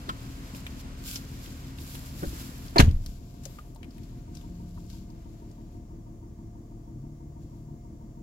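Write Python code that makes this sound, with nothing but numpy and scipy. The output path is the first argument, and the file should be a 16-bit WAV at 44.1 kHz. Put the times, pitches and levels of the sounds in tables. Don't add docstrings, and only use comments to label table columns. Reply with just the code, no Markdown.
import sys
import numpy as np
from scipy import signal
from scipy.fft import rfft, irfft, next_fast_len
from scipy.io import wavfile
from scipy.ndimage import uniform_filter1d

SR = 44100
rng = np.random.default_rng(int(sys.argv[2]) if len(sys.argv) > 2 else 0)


def voltage_ratio(decibels):
    exponent = np.asarray(decibels, float) / 20
    return 10 ** exponent


def generate_wav(signal):
    frames = np.transpose(np.atleast_2d(signal))
    scaled = np.clip(frames, -1, 1) * 32767
    pcm = np.round(scaled).astype(np.int16)
    wavfile.write(sys.argv[1], SR, pcm)


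N = 362502
T = np.arange(N) / SR
HZ = np.fft.rfftfreq(next_fast_len(N, True), 1 / SR)
N_FFT = 2 * len(HZ) - 2
SHUT_S = 2.78
SPACING_M = .15

# (time [s], level [dB])
LOAD = [
    (0, 0),
    (2.7, 0),
    (3, -8),
    (3.65, -7),
    (3.9, -1.5),
    (4.6, -1.5),
    (5.4, -3),
    (8.22, -2.5),
]
# (time [s], firing rate [Hz])
FIRING_RATE = [(0, 38.51), (2.7, 38.23), (3.2, 39.69), (3.8, 38.18), (4.45, 37.64), (4.75, 35.8),
               (5.2, 36.96), (6, 37.24), (6.9, 36.8), (7.5, 37.25), (8.22, 36.85)]
# (multiple of firing rate [-], level [dB])
ORDERS_OPEN = [(1, 1.5), (2, -2), (3, -2.5), (4, -6.5), (5, -11.5), (6, -7.5), (7, -3.5), (8, -16),
               (9, -16.5)]
# (multiple of firing rate [-], level [dB])
ORDERS_SHUT = [(1, 4.5), (2, -4.5), (3, -0.5), (4, -6), (5, -12.5), (6, -4), (7, -11.5), (8, -8), (9, -7)]
# (multiple of firing rate [-], level [dB])
HALF_ORDERS = [(.5, -15), (1.5, -5), (2.5, -11), (3.5, -9), (4.5, -7.5), (5.5, -12)]
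CYLINDERS_DB = [2, 1.5, -0.5, 2.5, -4.5, -7.5]
# (frequency [Hz], density [dB/Hz])
RUMBLE = [(12, -31), (20, -5.5), (109, -1), (172, -6.5), (223, -3.5), (329, -7), (380, -17.5), (450, -25),
          (580, -53.5), (990, -120)]
# (frequency [Hz], density [dB/Hz])
BULKHEAD = [(220, -33.5), (380, 0), (513, -7), (697, -5.5), (772, -14.5), (933, -11), (1380, -26.5),
            (2120, -29.5), (2500, -33), (3250, -61.5), (5500, -120)]
# (frequency [Hz], level [dB])
WHINES = [(705, -66.5), (668, -73), (2126, -88), (4258, -95), (4678, -88), (5109, -93), (5512, -85),
          (6400, -94), (6850, -93)]
FIRING_DB, RUMBLE_DB, SHAKE_DB = -46.5, -49, -45.5
RUMBLE_FOLLOWS, SHAKE_FOLLOWS = .6, .8
SHAKE_DIES_S, SHAKE_DIES_DB_S, BODY_CALMS_DB = 4.63, 2.5, 6.5
BULKHEAD_DB = -63
VALVE_S, VALVE_HZ, VALVE_DB = 5.582, 938, -70.3

# (time [s], hold [s], exhaust note at start [Hz], at end [Hz], level [dB])
REVS = [(0, 1.4, 128.1, 131, -52), (1.65, .6, 132, 138, -46.5), (2.5, .6, 132, 122, -49),
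        (3.44, .08, 126.9, 126, -43.5), (3.95, .3, 115, 137.6, -52), (4.5, .33, 172, 178, -45),
        (4.9, .1, 180, 192, -47), (5.9, .15, 113, 108.6, -54.5), (6.25, .28, 110.1, 111, -50),
        (6.97, .3, 138, 148.8, -45), (7.62, .12, 143.1, 141, -46), (7.95, .27, 138.1, 135, -54)]
REV_RISE_S, REV_FADE_S = .3, .3

# (frequency [Hz], density [dB/Hz])
BAY = [(240, -32.5), (400, -7), (486, -6), (584, -8), (700, -11.5), (728, -12.5), (996, -7), (2900, -13.5),
       (7400, -21.5), (9000, -22.5), (11700, -54.5), (19800, -120)]
# (time [s], hold [s], fade per 20 dB [s], level [dB])
SHUFFLES = [
    (2.2, .35, .5, -62),
    (3.45, 0.173, 0.18, -70.5),
    (3.85, 0.622, .5, -73.5),
    (5.1, 0.18, 1.55, -76),
]
BAY_DB, BAY_SINKS_DB_S, BAY_SHUT_FADE_S = -59, 1.44, .35
SHUFFLE_RISE_S = .24

# (frequency [Hz], density [dB/Hz])
CLOTH = [(880, -29.5), (1500, -7), (1590, -4.5), (1690, -16), (1920, -24.5), (2230, -8), (4970, -3.5),
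         (6630, -6.5), (7390, 0.5), (8160, -10.5), (9650, -12.5), (11500, -6), (16000, -13)]
# (time [s], level [dB])
FIDGET = [(0, -64), (.3, -60), (.75, -62), (1, -69.5), (1.25, -59.5), (1.5, -57.5), (1.75, -64.5),
          (2.75, -64.5), (2.95, -71.5), (3.3, -67.5), (3.73, -81), (4.03, -69.5), (4.3, -75.5),
          (4.78, -69.5), (5.1, -75), (5.75, -76), (5.9, -97)]
# (time [s], hold [s], fade per 20 dB [s], level [dB], body over level [dB])
RUBS = [(0.549, 0.014, 0.13, -54, 2), (.8, 0.0143, 0.01, -55.5, 4.5), (0.989, 0.0097, 0.09, -63, 4),
        (1.059, 0.0204, 0.1, -50, .5), (1.079, 0.0434, 0.0868, -42.5, 0.5),
        (1.134, 0.0338, 0.0684, -46.5, 2), (1.811, 0.1715, 0.22, -50, 0), (2.07, 0.073, 0.29, -57, 2),
        (2.189, .03, 0.0455, -51.5, 0), (2.229, 0.139, .5, -48.5, .5), (3.033, 0.096, 0.11, -63.5, 2),
        (3.446, .015, 0.1054, -57, 1), (3.497, 0.0599, 0.2849, -62, -1), (4.357, 0.0196, 0.1845, -64, 5.5),
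        (4.902, 0.078, 0.0935, -63.5, 5), (7.42, .02, 0.3, -77.5, 6), (7.55, 0.00985, 0.21, -74, -0.5)]
FIDGET_BODY_DB, RUB_RISE_S = 3.5, .0466

# (time [s], peak [dB], mode [Hz], t60 [s])
KNOCKS = [(0.082, -37, 379.4, 0.048), (.092, -27.5, 1319, 0.073), (.095, -31, 1053, 0.065),
          (0.549, -43.5, 300, 0.053), (0.545, -44, 571, .07), (0.542, -47, 1000, .06),
          (2.2235, -31, 300, .14), (2.229, -28.5, 350, .12), (2.233, -36, 1560, .09),
          (2.236, -36, 565, .09), (2.232, -38, 1100, .06), (2.238, -40, 750, .06), (2.242, -41, 1500, .05),
          (3.09, -37, 130, .15), (2.905, -25, 150, .12), (2.242, -33, 440, .07), (2.26, -37, 290, .06),
          (2.8655, -22, 80, .2), (2.8785, -14.5, 82, .19), (3, -34, 100, .15), (2.842, -27, 260, .12),
          (2.33, -38, 320, .15), (2.225, -29.5, 180, 0.11), (2.27, -29, 55.2, 0.4), (2.279, -37, 99, 0.23),
          (3.07, -32.5, 55, 0.33), (3.46, -42, 534.8, 0.083), (3.586, -43.5, 1222, 0.058),
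          (3.587, -45, 1500, .045), (3.758, -53.5, 592, 0.044), (3.76, -52.5, 903, 0.047),
          (4.776, -49.5, 966, 0.0434), (4.777, -51.5, 1301, 0.0335), (1.951, -42.5, 1099, .03)]
# (time [s], peak [dB], ring [Hz], top [dB])
CLICKS = [(0.0904, -32.5, 3720, -20), (.1005, -39, 2300, -25), (0.0952, -33, 3260, -26),
          (0.5478, -41.5, 2780, -11.5), (0.6657, -32, 2615, -23), (1.1571, -26.5, 5500, -22),
          (1.162, -31.5, 4800, -21.5), (1.4594, -42.5, 3030, -16), (1.785, -41, 3380, -17),
          (1.9518, -36, 3370, -7), (2.6813, -43, 4680, -23.5), (2.8885, -47, 2990, -19),
          (2.9106, -42.5, 4500, -13), (3.0609, -36.5, 4970, -12.5), (3.4362, -45.5, 6450, -14),
          (3.4537, -34.5, 6220, -19.5), (3.5867, -48.5, 2872, -25), (3.748, -52.5, 7430, -14),
          (3.7599, -52, 4280, -10.5), (3.83, -43, 2560, -26), (3.8436, -49, 2500, -21),
          (3.907, -53.5, 4820, -14), (3.9806, -50, 2180, -14.5), (4.0333, -54.5, 4800, -20),
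          (4.3505, -46, 6250, -20.5), (4.37, -43.5, 5000, -16.5), (4.4127, -52.5, 2912, -14),
          (4.8648, -56.5, 7220, -13), (4.93, -53, 5000, -22), (4.9, -50, 4940, -15.5),
          (5.1017, -56, 4796, -22), (5.5128, -57.5, 6391, -18), (1.9512, -43, 2450, -25)]
CLICK_T60_S, GLASS_T60_S = .027, .074

# (frequency [Hz], level [dB], t60 [s])
SKIN = [(399, -5, .07), (436, -5, .09), (570.7, -5, .07), (690, -1, .05), (800, -2, .045), (930, 1.5, .055),
        (1214, -3, .04), (1710, -11, .05), (1898, -17.5, .037)]
# (time [s], level [dB])
CATCH_HITS = [
    (2.7597, -25),
    (2.7624, -23),
    (2.7652, -27),
    (2.7682, -23),
    (2.7716, -26),
    (2.7745, -27),
    (2.787, -26),
    (2.794, -24),
    (2.803, -18),
]
# (time [s], hold [s], fade per 20 dB [s], panel [dB], crack [dB])
CLATTER = [
    (2.761, 0.0077, 0.0108, -26, -45),
    (2.788, .007, 0.0202, -31, -24.5),
    (2.797, .005, .028, -24, -20.5),
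    (2.825, .01, 0.0861, -38.5, -45),
]
# (frequency [Hz], density [dB/Hz])
CRACK = [(590, -30), (1000, -7), (1750, -1), (4470, -8.5), (4840, -9.5), (5630, -13), (6330, -8),
         (8750, -21), (11600, -16.5), (16000, -32)]
CLATTER_RISE_S = .0049
CRACK_TOP_PAN_DB = -6
# (time [s], hold [s], fade per 20 dB [s], level [dB])
BOOM = [
    (2.771, .04, 0.09, -38),
    (2.83, 0.0534, 0.0738, -29),
    (2.948, 0.136, 1, -46),
]
BOOM_RISE_S = .04
# (time [s], pressure [full scale], contact [s])
BLOWS = [
    (2.7932, .5, 0.001383),
    (2.7967, 0.736, 0.00336),
    (2.8035, .72, 0.00457),
    (2.8309, 0.368, 0.00805),
    (2.9465, .06, .016),
]
# (frequency [Hz], level [dB], t60 [s])
CABIN = [(27, -6, .75), (76.8, 3, 0.2), (91, -8, 0.46), (115, -4, 0.35), (150.07, -8.5, .25),
         (190, -20, .2), (258, -9, .17), (300, -8, 0.18), (382, -14, .15)]
REBOUND, REBOUND_LATE, REBOUND_WIDE = .7, 1.38, 1.1
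# (frequency [Hz], level [dB], t60 [s])
LATCH = [(2390, -12.5, 0.036), (2833, -11, 0.016), (3747, -14.5, 0.028), (4200, -6, .045),
         (4423.6, -6, 0.029), (6300, -17.5, 0.035)]
# (time [s], level [dB], ring [Hz], t60 [s])
SNAPS = [
    (2.7835, -10, 4480, .014),
    (2.7868, -18, 4550, .012),
    (2.7912, -21, 3000, .01),
    (2.7932, -17, 2750, .011),
    (2.7978, -15, 1750, .013),
    (2.8006, -14, 2250, .012),
    (2.8022, -18, 3600, .01),
    (2.8055, -24, 2900, .015),
    (2.812, -23, 1650, .02),
    (2.822, -31, 2900, .02),
]
LATCH_S, LATCH_DB, LATCH_BOUNCE_S = 2.7822, -14.5, .0017

# (frequency [Hz], density [dB/Hz])
HISS = [(710, -14), (1200, -1), (1270, -12), (1850, -13.5), (2130, -19.5), (3150, -16), (4600, -17.5),
        (7020, -9), (8440, -20), (15200, -18.5), (16000, -14.5)]
HISS_DB = -74.5


def unit(x):
    return x / np.sqrt(np.mean(x ** 2))


def curve(rows):
    s, value = np.transpose(rows)
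    return np.interp(T, s, value)


def colour(points):
    hz, db = np.transpose(points)
    return voltage_ratio(np.interp(np.log(HZ + 1), np.log(hz), db))


def peak(hz, width_hz):
    return 1 / np.sqrt(1 + ((HZ ** 2 - hz ** 2) / (width_hz * HZ + 1)) ** 2)


def walk(rate_hz):
    t = T[::22]
    k = max(int(SR / 22 / rate_hz), 1)
    held = np.repeat(rng.standard_normal(len(t) // k + 1), k)
    slewed = uniform_filter1d(uniform_filter1d(held, k), k)
    return np.interp(T, t, slewed[:len(t)])


def bursts(start_s, hold_s, fade_s, rise_s):
    t = T[::44] - np.c_[start_s]
    rise = np.maximum(-t, 0) / rise_s
    fade = np.maximum(t - np.c_[hold_s], 0) / np.c_[fade_s]
    return voltage_ratio(np.maximum(-20 * (rise + fade), -200))


def together(shapes, db):
    return np.interp(T, T[::44], np.sqrt(voltage_ratio(2 * np.asarray(db)) @ shapes ** 2))


def shaped(gain, gate, count):
    if np.ndim(gate):
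        return rfft(gate * rng.standard_normal((count, N)), N_FFT) * gain
    return rng.standard_normal((count, 2 * len(HZ))).view(complex) * gain


def diffuse(gain, gate=1):
    alike = np.sinc(2 * HZ * SPACING_M / 343)
    mid, side = shaped(gain * np.sqrt(1 + np.array([alike, -alike])), gate, count=2)
    return unit(irfft(np.array([mid + side, mid - side]))[:, :N])


def aside(x, lag_s, pan_db=0):
    margin = SR // 500
    padded = np.pad(x, margin, mode="reflect", reflect_type="odd")
    late = padded[margin - round(lag_s * SR):][:N]
    return np.array([late * voltage_ratio(pan_db / 2), x * voltage_ratio(-pan_db / 2)])


def nearby(gain, gate=1, lag_s=-.00043, pan_db=8.0):
    direct = unit(irfft(shaped(gain, gate, count=1))[0, :N])
    return .6095 * aside(direct, lag_s, pan_db) + .862 * diffuse(gain, gate)


def tick(s):
    return np.maximum(0, 1 - np.abs(T - s) * SR)


def ring(force, modes):
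    a, b = np.flatnonzero(force)[[0, -1]]
    span = slice(a, b + SR)
    out = np.zeros(len(force))
    for hz, db, t60_s in modes:
        pole = np.exp((2j * np.pi * hz - np.log(1000) / t60_s) / SR)
        out[span] += voltage_ratio(db) * signal.lfilter([1], [1, -pole], force[span] + 1e-18j).imag
    return out


def firing_orders(turns, load_db):
    shut = np.clip((T - SHUT_S) / 2.6, 0, 1)
    orders = [(k, a + shut * (b - a)) for (k, a), (_, b) in zip(ORDERS_OPEN, ORDERS_SHUT)]
    lope = np.cos(2 * np.pi * (turns / 6 - .3))
    calm_db = np.clip(SHAKE_DIES_DB_S * (T - SHAKE_DIES_S + .5), 0, BODY_CALMS_DB)
    tone = 0
    for k, db in orders + HALF_ORDERS:
        lope_db = 4.54 * lope + 1 if k == 9 else .25 * k * lope
        db = db + 1.3 * walk(7) + lope_db
        if k == 1:
            db = db - .5 * load_db - calm_db
        phase = k * turns + rng.random() + .03 * walk(6)
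        tone = tone + voltage_ratio(db[::8]) * np.sin(2 * np.pi * phase[::8])
    level = 1.028 * voltage_ratio(FIRING_DB + load_db)
    return aside(level * np.interp(T, T[::8], tone), -.0001, .909)


def valve_tap(turns):
    tap = np.diff(np.floor(turns / 6), prepend=turns[0] // 6)
    tap = tap * voltage_ratio(1.5 * walk(6) + np.interp(T, [3.6, 4.4], [-7, 0]))
    tap = uniform_filter1d(tap, 500) * (1 + .4 * rng.standard_normal(N))
    tap = tap * np.sin(2 * np.pi * VALVE_HZ * T)
    return voltage_ratio(VALVE_DB) * unit(ring(tap, [(VALVE_HZ, 0, .11), (1210, -2, .08)]))


def belt_whine():
    hum = 0
    for hz, db in WHINES:
        level = voltage_ratio(db + 1.0 + 2.8 * walk(25))
        hum = hum + level * np.sin(2 * np.pi * (hz * T + .12017 * walk(20)))
    return hum


def engine():
    load_db = curve(LOAD)
    turns = np.cumsum(curve(FIRING_RATE)) / SR
    turns = turns - np.interp(VALVE_S, T, turns)
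    tone = firing_orders(turns, load_db)

    firing = np.floor(turns).astype(int)
    strength_db = np.array(CYLINDERS_DB)[firing % 6] + 1.3 * rng.standard_normal(400)[firing % 400]
    throb = voltage_ratio(strength_db) * (.29 + np.exp(-(turns % 1) / .45))
    rumble_db = RUMBLE_DB + RUMBLE_FOLLOWS * load_db
    rumble = voltage_ratio(rumble_db + .3) * nearby(colour(RUMBLE), throb)

    shake_db = SHAKE_DB + SHAKE_FOLLOWS * load_db
    shake_db = shake_db - SHAKE_DIES_DB_S * np.maximum(T - SHAKE_DIES_S, 0)
    shake = voltage_ratio(shake_db - 5) * diffuse(peak(65, 40) ** 2)
    whirr = voltage_ratio(BULKHEAD_DB) * nearby(colour(BULKHEAD), 1 + .299 * throb)
    details = aside(valve_tap(turns) + belt_whine(), -.0004, 2.5)
    return tone + details + rumble + shake + whirr


def neighbour():
    s, hold_s, from_hz, to_hz, db = np.transpose(REVS)
    hz = np.interp(T, np.c_[s, s + hold_s].ravel(), np.c_[from_hz, to_hz].ravel())
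    phase = 2 * np.pi * (np.cumsum(hz) / SR + .35 * walk(11))
    note = voltage_ratio(1.5 * walk(10) + 1) * np.sin(phase)
    note = note + voltage_ratio(-6 + 1.5 * walk(9.9)) * np.sin(phase / 2)
    level = together(bursts(s, hold_s, REV_FADE_S + 0 * s, REV_RISE_S), db)
    return aside(level * note, -.0001, 1.1)


def bay():
    s, hold_s, fade_s, db = np.transpose(SHUFFLES)
    gap_db = BAY_DB - BAY_SINKS_DB_S * T - 20 * np.maximum(T - SHUT_S, 0) / BAY_SHUT_FADE_S
    level = np.hypot(voltage_ratio(gap_db), together(bursts(s, hold_s, fade_s, SHUFFLE_RISE_S), db))
    return level * voltage_ratio(5.5 + .9 * walk(15)) * nearby(colour(BAY), lag_s=.00044, pan_db=2.0)


def cloth():
    s, hold_s, fade_s, db, body_db = np.transpose(RUBS)
    rubs = bursts(s, hold_s, fade_s, RUB_RISE_S)
    fidget = voltage_ratio(curve(FIDGET))
    top = np.hypot(fidget, together(rubs, db))
    body = np.hypot(fidget * voltage_ratio(FIDGET_BODY_DB), together(rubs, db + body_db))
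    grain_db = 1.5 * rng.exponential(size=N // 40 + 1).repeat(40)[:N]
    grain = voltage_ratio(grain_db + 1.5 * walk(40))
    low = 1 / (1 + (HZ / 7800) ** 16)
    seated = T > SHUT_S
    parts = [(low, body * voltage_ratio(-1.1), 1.4 + 5.406 * seated),
             (1 - low, top * voltage_ratio(.07), -4 + 5.5 * seated)]
    out = 0
    for share, level, pan_db in parts:
        pan = voltage_ratio(np.array([pan_db, -pan_db]) / 2)
        out = out + level * pan * diffuse(colour(CLOTH) * share, grain)
    return out


def knocks():
    before, after, length = np.zeros(N), np.zeros(N), SR // 2
    for s, db, hz, t60_s in KNOCKS:
        contact = np.zeros(length)
        contact[:1024] = .13 * rng.standard_normal(1024) * np.exp(-T[:1024] / .0039)
        contact[0] = 1
        sound = ring(contact, [(hz, 0, t60_s), (1.01 * hz, 0, .14 * t60_s)])
        k = int(s * SR)
        side = before if s < 3.3 else after
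        side[k:k + length] += sound * voltage_ratio(db + 3) / np.abs(sound).max()
    return aside(before, .0004, 1.18) + aside(after, -.00019, 3.8)


def clicks():
    out, length = np.zeros((2, N)), 4096
    t, hz = T[:length], np.fft.rfftfreq(length, 1 / SR)
    decay = voltage_ratio(-60 * t / CLICK_T60_S) + .154 * voltage_ratio(-60 * t / GLASS_T60_S)
    shape = (1 - np.exp(-t / .000415)) * decay
    for s, db, ring_hz, top_db in CLICKS:
        pan_db = 1.5 if s < 3.3 else 7.5
        gain = 1 / (1 + ((hz - ring_hz) / (.24 * ring_hz)) ** 2)
        gain = gain + .12 * (hz > 600) / (1 + (hz / 7500) ** 8)
        gain = gain + voltage_ratio(top_db) * (hz > 8000)
        near, left, right = shape * irfft(rfft(rng.standard_normal((3, length))) * gain)
        lag = 16 if s < 3 else -10
        pair = np.array([np.roll(near, lag) + 1.1 * left, near + 1.1 * right])
        level = voltage_ratio(db + np.array([[pan_db], [-pan_db]]) / 2)
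        k = int(s * SR)
        out[:, k:k + length] += pair * level * 1.731 / np.abs(pair).max()
    return out


def door_skin():
    hits = sum(voltage_ratio(db) * tick(s) for s, db in CATCH_HITS)
    return aside(ring(hits, SKIN), .00038, .3005)


def seal_clatter():
    s, hold_s, fade_s, panel_db, crack_db = np.transpose(CLATTER)
    shapes = bursts(s, hold_s, fade_s, CLATTER_RISE_S)
    top_db = CRACK_TOP_PAN_DB * (HZ > 6000) * np.array([[.5], [-.5]])
    crack = irfft(rfft(diffuse(colour(CRACK)), N_FFT) * voltage_ratio(top_db))[:, :N]
    crack = together(shapes, crack_db) * voltage_ratio(2.5 + 3.4 * walk(250)) * crack
    panel = diffuse(peak(500, 500) + .6 * peak(1000, 800))
    return together(shapes, panel_db - 5) * panel + crack


def pressure_bump(s, width_s):
    return np.interp(T, s + width_s * np.linspace(-.5, .5, num=21), np.hanning(21))


def cabin_boom():
    push = 0
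    for s, pressure, contact_s in BLOWS:
        back = pressure_bump(s + REBOUND_LATE * contact_s, REBOUND_WIDE * contact_s)
        push = push + pressure * (REBOUND * back - pressure_bump(s, contact_s))
    modes = voltage_ratio(-56.5) * ring(push, CABIN)
    s, hold_s, fade_s, db = np.transpose(BOOM)
    level = together(bursts(s, hold_s, fade_s, BOOM_RISE_S), db)
    air = diffuse(peak(85, 70) ** 2 + .6 * peak(170, 80) ** 2)
    return aside(push + modes, .00047, .4) + level * air


def latch():
    pings = []
    for lag_s in (.00047, 0):
        hit_s = LATCH_S + lag_s
        pings.append(ring(tick(hit_s) + .99 * tick(hit_s + LATCH_BOUNCE_S), LATCH))
    snaps = 0
    for s, db, hz, t60_s in SNAPS:
        force = tick(s) + .6 * tick(s + 2 / hz)
        snaps = snaps + voltage_ratio(db) * ring(force, [(hz, 0, t60_s), (1.13 * hz, -5, t60_s)])
    return voltage_ratio(LATCH_DB) * np.array(pings) + aside(snaps, .00043, 1.2)


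def scene():
    cabin = engine() + neighbour() + bay() + cloth() + knocks() + clicks()
    return cabin + door_skin() + seal_clatter() + cabin_boom() + latch()


def top_cut(x):
    return signal.sosfilt(signal.butter(12, 15870, fs=SR, output="sos"), x)


def record(dry):
    hiss = unit(irfft(shaped(colour(HISS), 1, count=2))[:, :N])
    hiss = hiss * voltage_ratio(np.array([[1.5], [-1.5]]))
    wet = np.tanh(.7183 * (dry + voltage_ratio(HISS_DB + 6) * hiss)) / .6714
    low_pass = signal.ellip(8, .2, 70, 15750, fs=SR, output="sos")
    return top_cut(signal.sosfilt(low_pass, wet))


dry = scene()
out = record(dry)
generate_wav(out)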